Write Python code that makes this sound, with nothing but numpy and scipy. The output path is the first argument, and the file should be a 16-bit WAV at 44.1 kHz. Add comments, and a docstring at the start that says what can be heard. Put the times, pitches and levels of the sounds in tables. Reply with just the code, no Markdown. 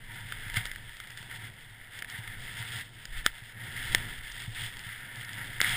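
"""A skier turns through deep powder, heard from a sealed camera case on the helmet.
Snow swishes from the start: hiss and grains ring the case, with flurries of taps and jolts in the first second.
A few softer taps follow; past three seconds two hard knocks ring the case's resonances as wind gusts rumble.
Light taps lead to a last spray and a burst of knocks; the mount shakes at its low resonances throughout.
The converter holds each coarse sample, which mirrors the spectrum upward."""
import sys
import numpy as np
from scipy import signal
from scipy.io import wavfile
from scipy.ndimage import uniform_filter1d

SR = 44100
rng = np.random.default_rng(int(sys.argv[2]) if len(sys.argv) > 2 else 0)


def gain_from_decibels(decibels):
    """Convert decibel values to linear amplitude factors."""
    exponent = np.asarray(decibels, float) / 20
    return 10 ** exponent


def wrap_up_sound(samples):
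    """Save the sound to the file named by the first command line argument, as 16-bit audio."""
    columns = np.atleast_2d(samples).T
    # keep every value between -1 and 1, then stretch to whole-number steps
    tamed = np.clip(columns, -1, 1)
    steps = np.round(tamed * 32767).astype(np.int16)
    wavfile.write(sys.argv[1], SR, steps)


N = 254016

# lower and upper resonances of the case: centre_hz, width_hz, gain_db
CASE_LOW_MODES = [(1352, 267, -2), (1776, 314, 6.5), (2120, 281, 4.5)]
CASE_HIGH_MODES = [(2780, 810, -4), (3439, 417, 2), (5080, 634, -11)]
# resonances of the camera mount: centre_hz, width_hz, gain_db
MOUNT_MODES = [(112, 17, -1), (208, 81, -24)]


def level(x, rms_db):
    """Scale to an rms level."""
    return x * gain_from_decibels(rms_db) / np.sqrt(np.mean(x ** 2))


def curve(table):
    """Second column of a table over its first (seconds), interpolated at the sample rate."""
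    time_s, values = np.transpose(table)
    return np.interp(np.arange(N) / SR, time_s, values)


def smooth_over(x, window_s):
    """Centred moving average."""
    return uniform_filter1d(x, int(window_s * SR))


def bandpass_noise(low_hz, high_hz):
    """White noise through a second-order Butterworth band-pass."""
    band = signal.butter(2, [low_hz, high_hz], "band", fs=SR, output="sos")
    return signal.sosfilt(band, rng.standard_normal(N))


def ring(x, modes):
    """Sum of resonances; neighbours in opposite phase add up between their peaks."""
    total = 0
    for k, (hz, width_hz, gain_db) in enumerate(modes):
        b, a = signal.iirpeak(hz, hz / width_hz, SR)
        total = total + (-1) ** k * gain_from_decibels(gain_db) * signal.lfilter(b, a, x)
    return total


def walk(rate_hz):
    """Random levels held for 1 / rate_hz and slewed twice; spread near 1."""
    hold = int(SR / rate_hz)
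    steps = np.repeat(rng.standard_normal(N // hold + 1), hold)
    slewed = uniform_filter1d(uniform_filter1d(steps, hold), hold)
    return 4 / 3 * slewed[:N]


def skis():
    """Sliding snow rings the case: a dull body, crisp hiss with ticking crystals, and the hum of the shell."""
    # crispness of the snow: time_s, hiss_over_body_db
    crispness = [(0, -4.5), (1.3, -4), (1.6, -5), (2.2, -5), (2.8, -1.5), (3.3, -2), (3.6, -6.5),
                 (3.95, -1.5), (4.2, -4.5), (4.6, 2), (4.9, -7.5), (5.65, -4), (5.76, -3)]
    # lowest resonances of the case, its shell: centre_hz, width_hz, gain_db
    shell_modes = [(728, 45, -4), (937, 40, 0)]
    body_db = swish_level_db()
    hiss_db = body_db + curve(crispness)
    flutter_db = 0.73 * walk(55) + 0.95 * walk(22.08)  # the snow gives way

    snow = snow_grains(400, 5.6, -7.0)
    dull = level(ring(snow, CASE_LOW_MODES), 0) * gain_from_decibels(body_db + 0.43 * walk(30))
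    ticking = snow + snow_grains(250, 6.7, -2.2)
    crisp = level(ring(ticking, CASE_HIGH_MODES), 0) * gain_from_decibels(hiss_db + 1.24 * walk(30))
    # the closed case keeps out the low end of the swish
    thin = signal.butter(2, 950, "high", fs=SR, output="sos")
    swish = gain_from_decibels(flutter_db) * signal.sosfilt(thin, dull + crisp)

    # the shell's own hum follows the swish more lazily and swells less
    hum_db = 0.97 * smooth_over(body_db, .06) + 2.0 * walk(13)
    hum = level(ring(rng.standard_normal(N), shell_modes), -19.0) * gain_from_decibels(hum_db)
    return swish + hum


def swish_level_db():
    """Glide plus sprays in power: an edge bites, the spray rises, slides to its end level and is cut off."""
    # steady glide of the skis: time_s, level_db
    glide = [(0, -54), (.17, -44), (.26, -48.5), (.33, -44.5), (.5, -43), (.8, -49), (1.09, -51.5),
             (1.55, -52), (1.87, -52.5), (2.45, -46), (2.9, -54.5), (3.1, -52), (3.32, -53.5), (3.5, -51),
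             (3.72, -43.5), (3.93, -37), (4.02, -41.5), (4.25, -46.5), (4.45, -43.5), (4.52, -48),
             (4.85, -46.5), (5.02, -44), (5.15, -46), (5.5, -43), (5.58, -46)]
    # an edge bites and throws powder: start_s, length_s (until the fade), start_db (after the rise), end_db
    sprays = [(0.542, 0.069, -32.5, -41.5), (0.594, 0.082, -48, -42.5), (1.152, 0.11, -50, -51),
              (1.293, 0.07, -43, -46), (1.38, 0.098, -47, -46.5), (1.915, 0.08, -46.5, -45),
              (2.067, 0.13, -43.5, -44), (2.194, .1, -47.5, -48), (2.551, 0.17, -42, -47.5),
              (2.71, .09, -42, -39.5), (3.11, 0.089, -45.5, -40.5), (3.238, 0.041, -38, -43),
              (3.326, 0.13, -52, -52.5), (4.539, .13, -42, -41), (5.596, 0.27, -33, -31.5)]
    attack_s, release_s = .022, .035
    t = np.arange(N) / SR
    power = gain_from_decibels(curve(glide)) ** 2
    for start_s, length_s, start_db, end_db in sprays:
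        end_s = start_s + length_s
        times_s = [start_s, start_s + attack_s, end_s, end_s + release_s]
        power = power + np.interp(t, times_s, [0, gain_from_decibels(start_db), gain_from_decibels(end_db), 0]) ** 2
    return 10 * np.log10(power)


def snow_grains(grains_per_s, spread_db, grain_rms_db):
    """Hiss of sliding crystals plus scattered grains of very uneven size."""
    hit, size, sign = rng.random((N, 3)).T
    size_db = np.minimum(-spread_db * np.log(size + 1e-9), 17)
    grains = (hit < grains_per_s / SR) * np.sign(sign - .5) * gain_from_decibels(size_db)
    return rng.standard_normal(N) + level(grains, grain_rms_db)  # hiss rms is 0 dB


def taps():
    """A short rough contact rings the case and shoves it a little; soft lumps press longer."""
    # snow lumps and strap taps on the shell:
    # start_s, low_peak_db, tilt_db (per step up the case's resonances), contact_ms
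    contacts = [(0.322, -23, -7.5, 1.1), (0.498, -28.5, -5, 3.5), (0.5422, -26.5, -2.5, 0.37),
                (0.5664, -18, -6.5, 9.6), (0.6544, -26.5, 1, 1.9), (0.664, -42, 6, 0.86),
                (0.7143, -26.5, -4, 2.2), (0.759, -29.5, -6.5, 1.57), (0.9686, -44, 4, 1),
                (1.0007, -30, -2.5, 1.8), (1.072, -40, -0.5, 2.5), (1.104, -37.5, 0.5, 2.9),
                (1.1723, -32.5, -3, 4.6), (1.227, -33.5, -3.5, 3.5), (1.9894, -34, -0.5, 1.8),
                (2.022, -24.5, -5, 2.5), (2.0446, -30, -6.5, 3.1), (2.099, -40, 4.5, 1.7),
                (2.276, -30, -6, 1.4), (2.5888, -39, 2, 1.2), (3.053, -32.5, 2, 2.5),
                (3.2623, -8, -1, 1.67), (3.9474, -8, -0.7, 1.3), (4.3191, -50, 11, 2.3),
                (4.42, -37, 0.7, 1.2), (4.7682, -34.5, -1.5, 3.5), (4.7921, -38, 2.5, 1.9),
                (5.158, -49, 9.5, 1.25), (5.249, -42, 4.5, 1.05), (5.29, -30.5, -5.8, 3.9),
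                (5.3317, -36.5, 1, 1.6), (5.6025, -11.5, -15, 2.1), (5.6139, -13, 2, 0.88),
                (5.6426, -14.5, -24, 3.7)]
    size = 2048
    out = np.zeros(N + size)
    light = signal.butter(2, 1200, "high", fs=SR, output="sos")
    shove = np.r_[np.hanning(int(.0012 * SR)), np.zeros(size)][:size]
    mode_groups = CASE_LOW_MODES, CASE_HIGH_MODES[:2], CASE_HIGH_MODES[2:]
    for start_s, low_peak_db, tilt_db, contact_ms in contacts:
        peaks_db = low_peak_db + tilt_db * np.array([0, 1.1, 1.8]) + [0, -.8, -1.5]
        t = np.arange(size) / SR / (contact_ms / 4000)  # in quarters of the contact
        rub = t * np.exp(-t) * rng.standard_normal(size)
        snap = np.arange(size) == np.argmax(t > .6)  # the instant of hardest contact
        push = signal.sosfilt(light, rub + 3.26 / contact_ms * snap)
        sound = gain_from_decibels(min(peaks_db[:2]) - 10.5) * shove
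        for modes, peak_db in zip(mode_groups, peaks_db):
            rung = ring(push, modes)
            sound = sound + gain_from_decibels(peak_db) * rung / np.abs(rung).max()
        start = int(start_s * SR)
        out[start:start + size] += sound
    return out[:N]


def jolts():
    """Each landing is a push of a few milliseconds on the mount."""
    # the skis land or bottom out: start_s, peak_db
    landings = [(0.568, -25), (.25, -40.5), (0.462, -34.5), (1.204, -38.5), (1.429, -39), (2.185, -34.5),
                (2.599, -35), (2.78, -39), (3.418, -40), (4.476, -29.5), (4.621, -34), (4.862, -36.5)]
    hits = np.zeros(N)
    for start_s, peak_db in landings:
        hits[int(start_s * SR)] = gain_from_decibels(peak_db)
    push = np.hanning(int(0.0047 * SR))
    thump = ring(np.r_[push, np.zeros(SR // 4)], MOUNT_MODES)
    return signal.fftconvolve(hits, thump / np.abs(thump).max())[:N]


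def shake_level_db():
    """The mount shakes with the smoothed swish, by less than a dB per dB."""
    reference_swish_db, shake_at_reference_db, slope_db_per_db = -45.5, -50.5, 0.84
    swish_db = smooth_over(swish_level_db(), 0.093)
    return shake_at_reference_db + slope_db_per_db * (swish_db - reference_swish_db)


def mount_shake(shake_db):
    """Independent noise rings each mount resonance, with some unrest of its own."""
    rung = sum(ring(rng.standard_normal(N), [mode]) for mode in MOUNT_MODES)
    return level(rung, 0) * gain_from_decibels(shake_db + 2.5 * walk(9))


def wind_buffet():
    """Gusts buffet the shell at 6-33 Hz, below the mount's resonances."""
    return level(bandpass_noise(6, 33), 0) * gain_from_decibels(wind_level_db() + 0.76 * walk(13))


def wind_level_db():
    """Each gust swells and fades as a bell in power over the steady wind."""
    # gusts: peak_s, peak_db, length_s (between the points at 1/e of the power)
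    gusts = [(0.02, -47.5, 0.1), (0.612, -46, 0.47), (1.506, -65, .2), (2.38, -48, 0.23),
             (3.215, -37.5, 0.16), (3.92, -39, 0.17), (4.19, -47.5, 0.35), (4.604, -50.5, 0.5),
             (5.7, -48.5, 0.39)]
    steady_db = -57.5
    t = np.arange(N) / SR
    power = gain_from_decibels(2 * steady_db)
    for peak_s, peak_db, length_s in gusts:
        power = power + gain_from_decibels(2 * peak_db) * np.exp(-(2 * (t - peak_s) / length_s) ** 2)
    return 10 * np.log10(power)


def air_rush(shake_db):
    """Air streams past as a soft band of noise that follows the shake weakly."""
    rush_db = 0.31 * smooth_over(shake_db, .3) + 1.2 * walk(9)
    return level(bandpass_noise(250, 1000), -50.5) * gain_from_decibels(rush_db)


def scene():
    """Everything reaches one microphone through the case."""
    shake_db = shake_level_db()
    helmet = mount_shake(shake_db) + wind_buffet() + air_rush(shake_db)
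    return (skis() + taps() + jolts() + helmet)[None]


def roll_off(x):
    """The treble ends steeply here."""
    return signal.sosfilt(signal.butter(12, 16480, fs=SR, output="sos"), x)


def record(dry):
    """The converter samples at 12 kHz and holds each value, so the spectrum is mirrored above 6 kHz."""
    smooth = signal.sosfilt(signal.butter(12, 5550, fs=SR, output="sos"), dry)
    coarse = signal.resample_poly(smooth, 160, 147, axis=1)[:, ::4]  # 48 kHz, every fourth sample
    held = signal.resample_poly(np.repeat(coarse, 4, axis=1), 147, 160, axis=1)[:, :N]
    edge = signal.sosfilt(signal.ellip(10, .3, 30, 15270, fs=SR, output="sos"), held)
    mix = signal.sosfilt(signal.butter(12, 16000, fs=SR, output="sos"), edge)
    return roll_off(mix)


dry = scene()
out = record(dry)
wrap_up_sound(out)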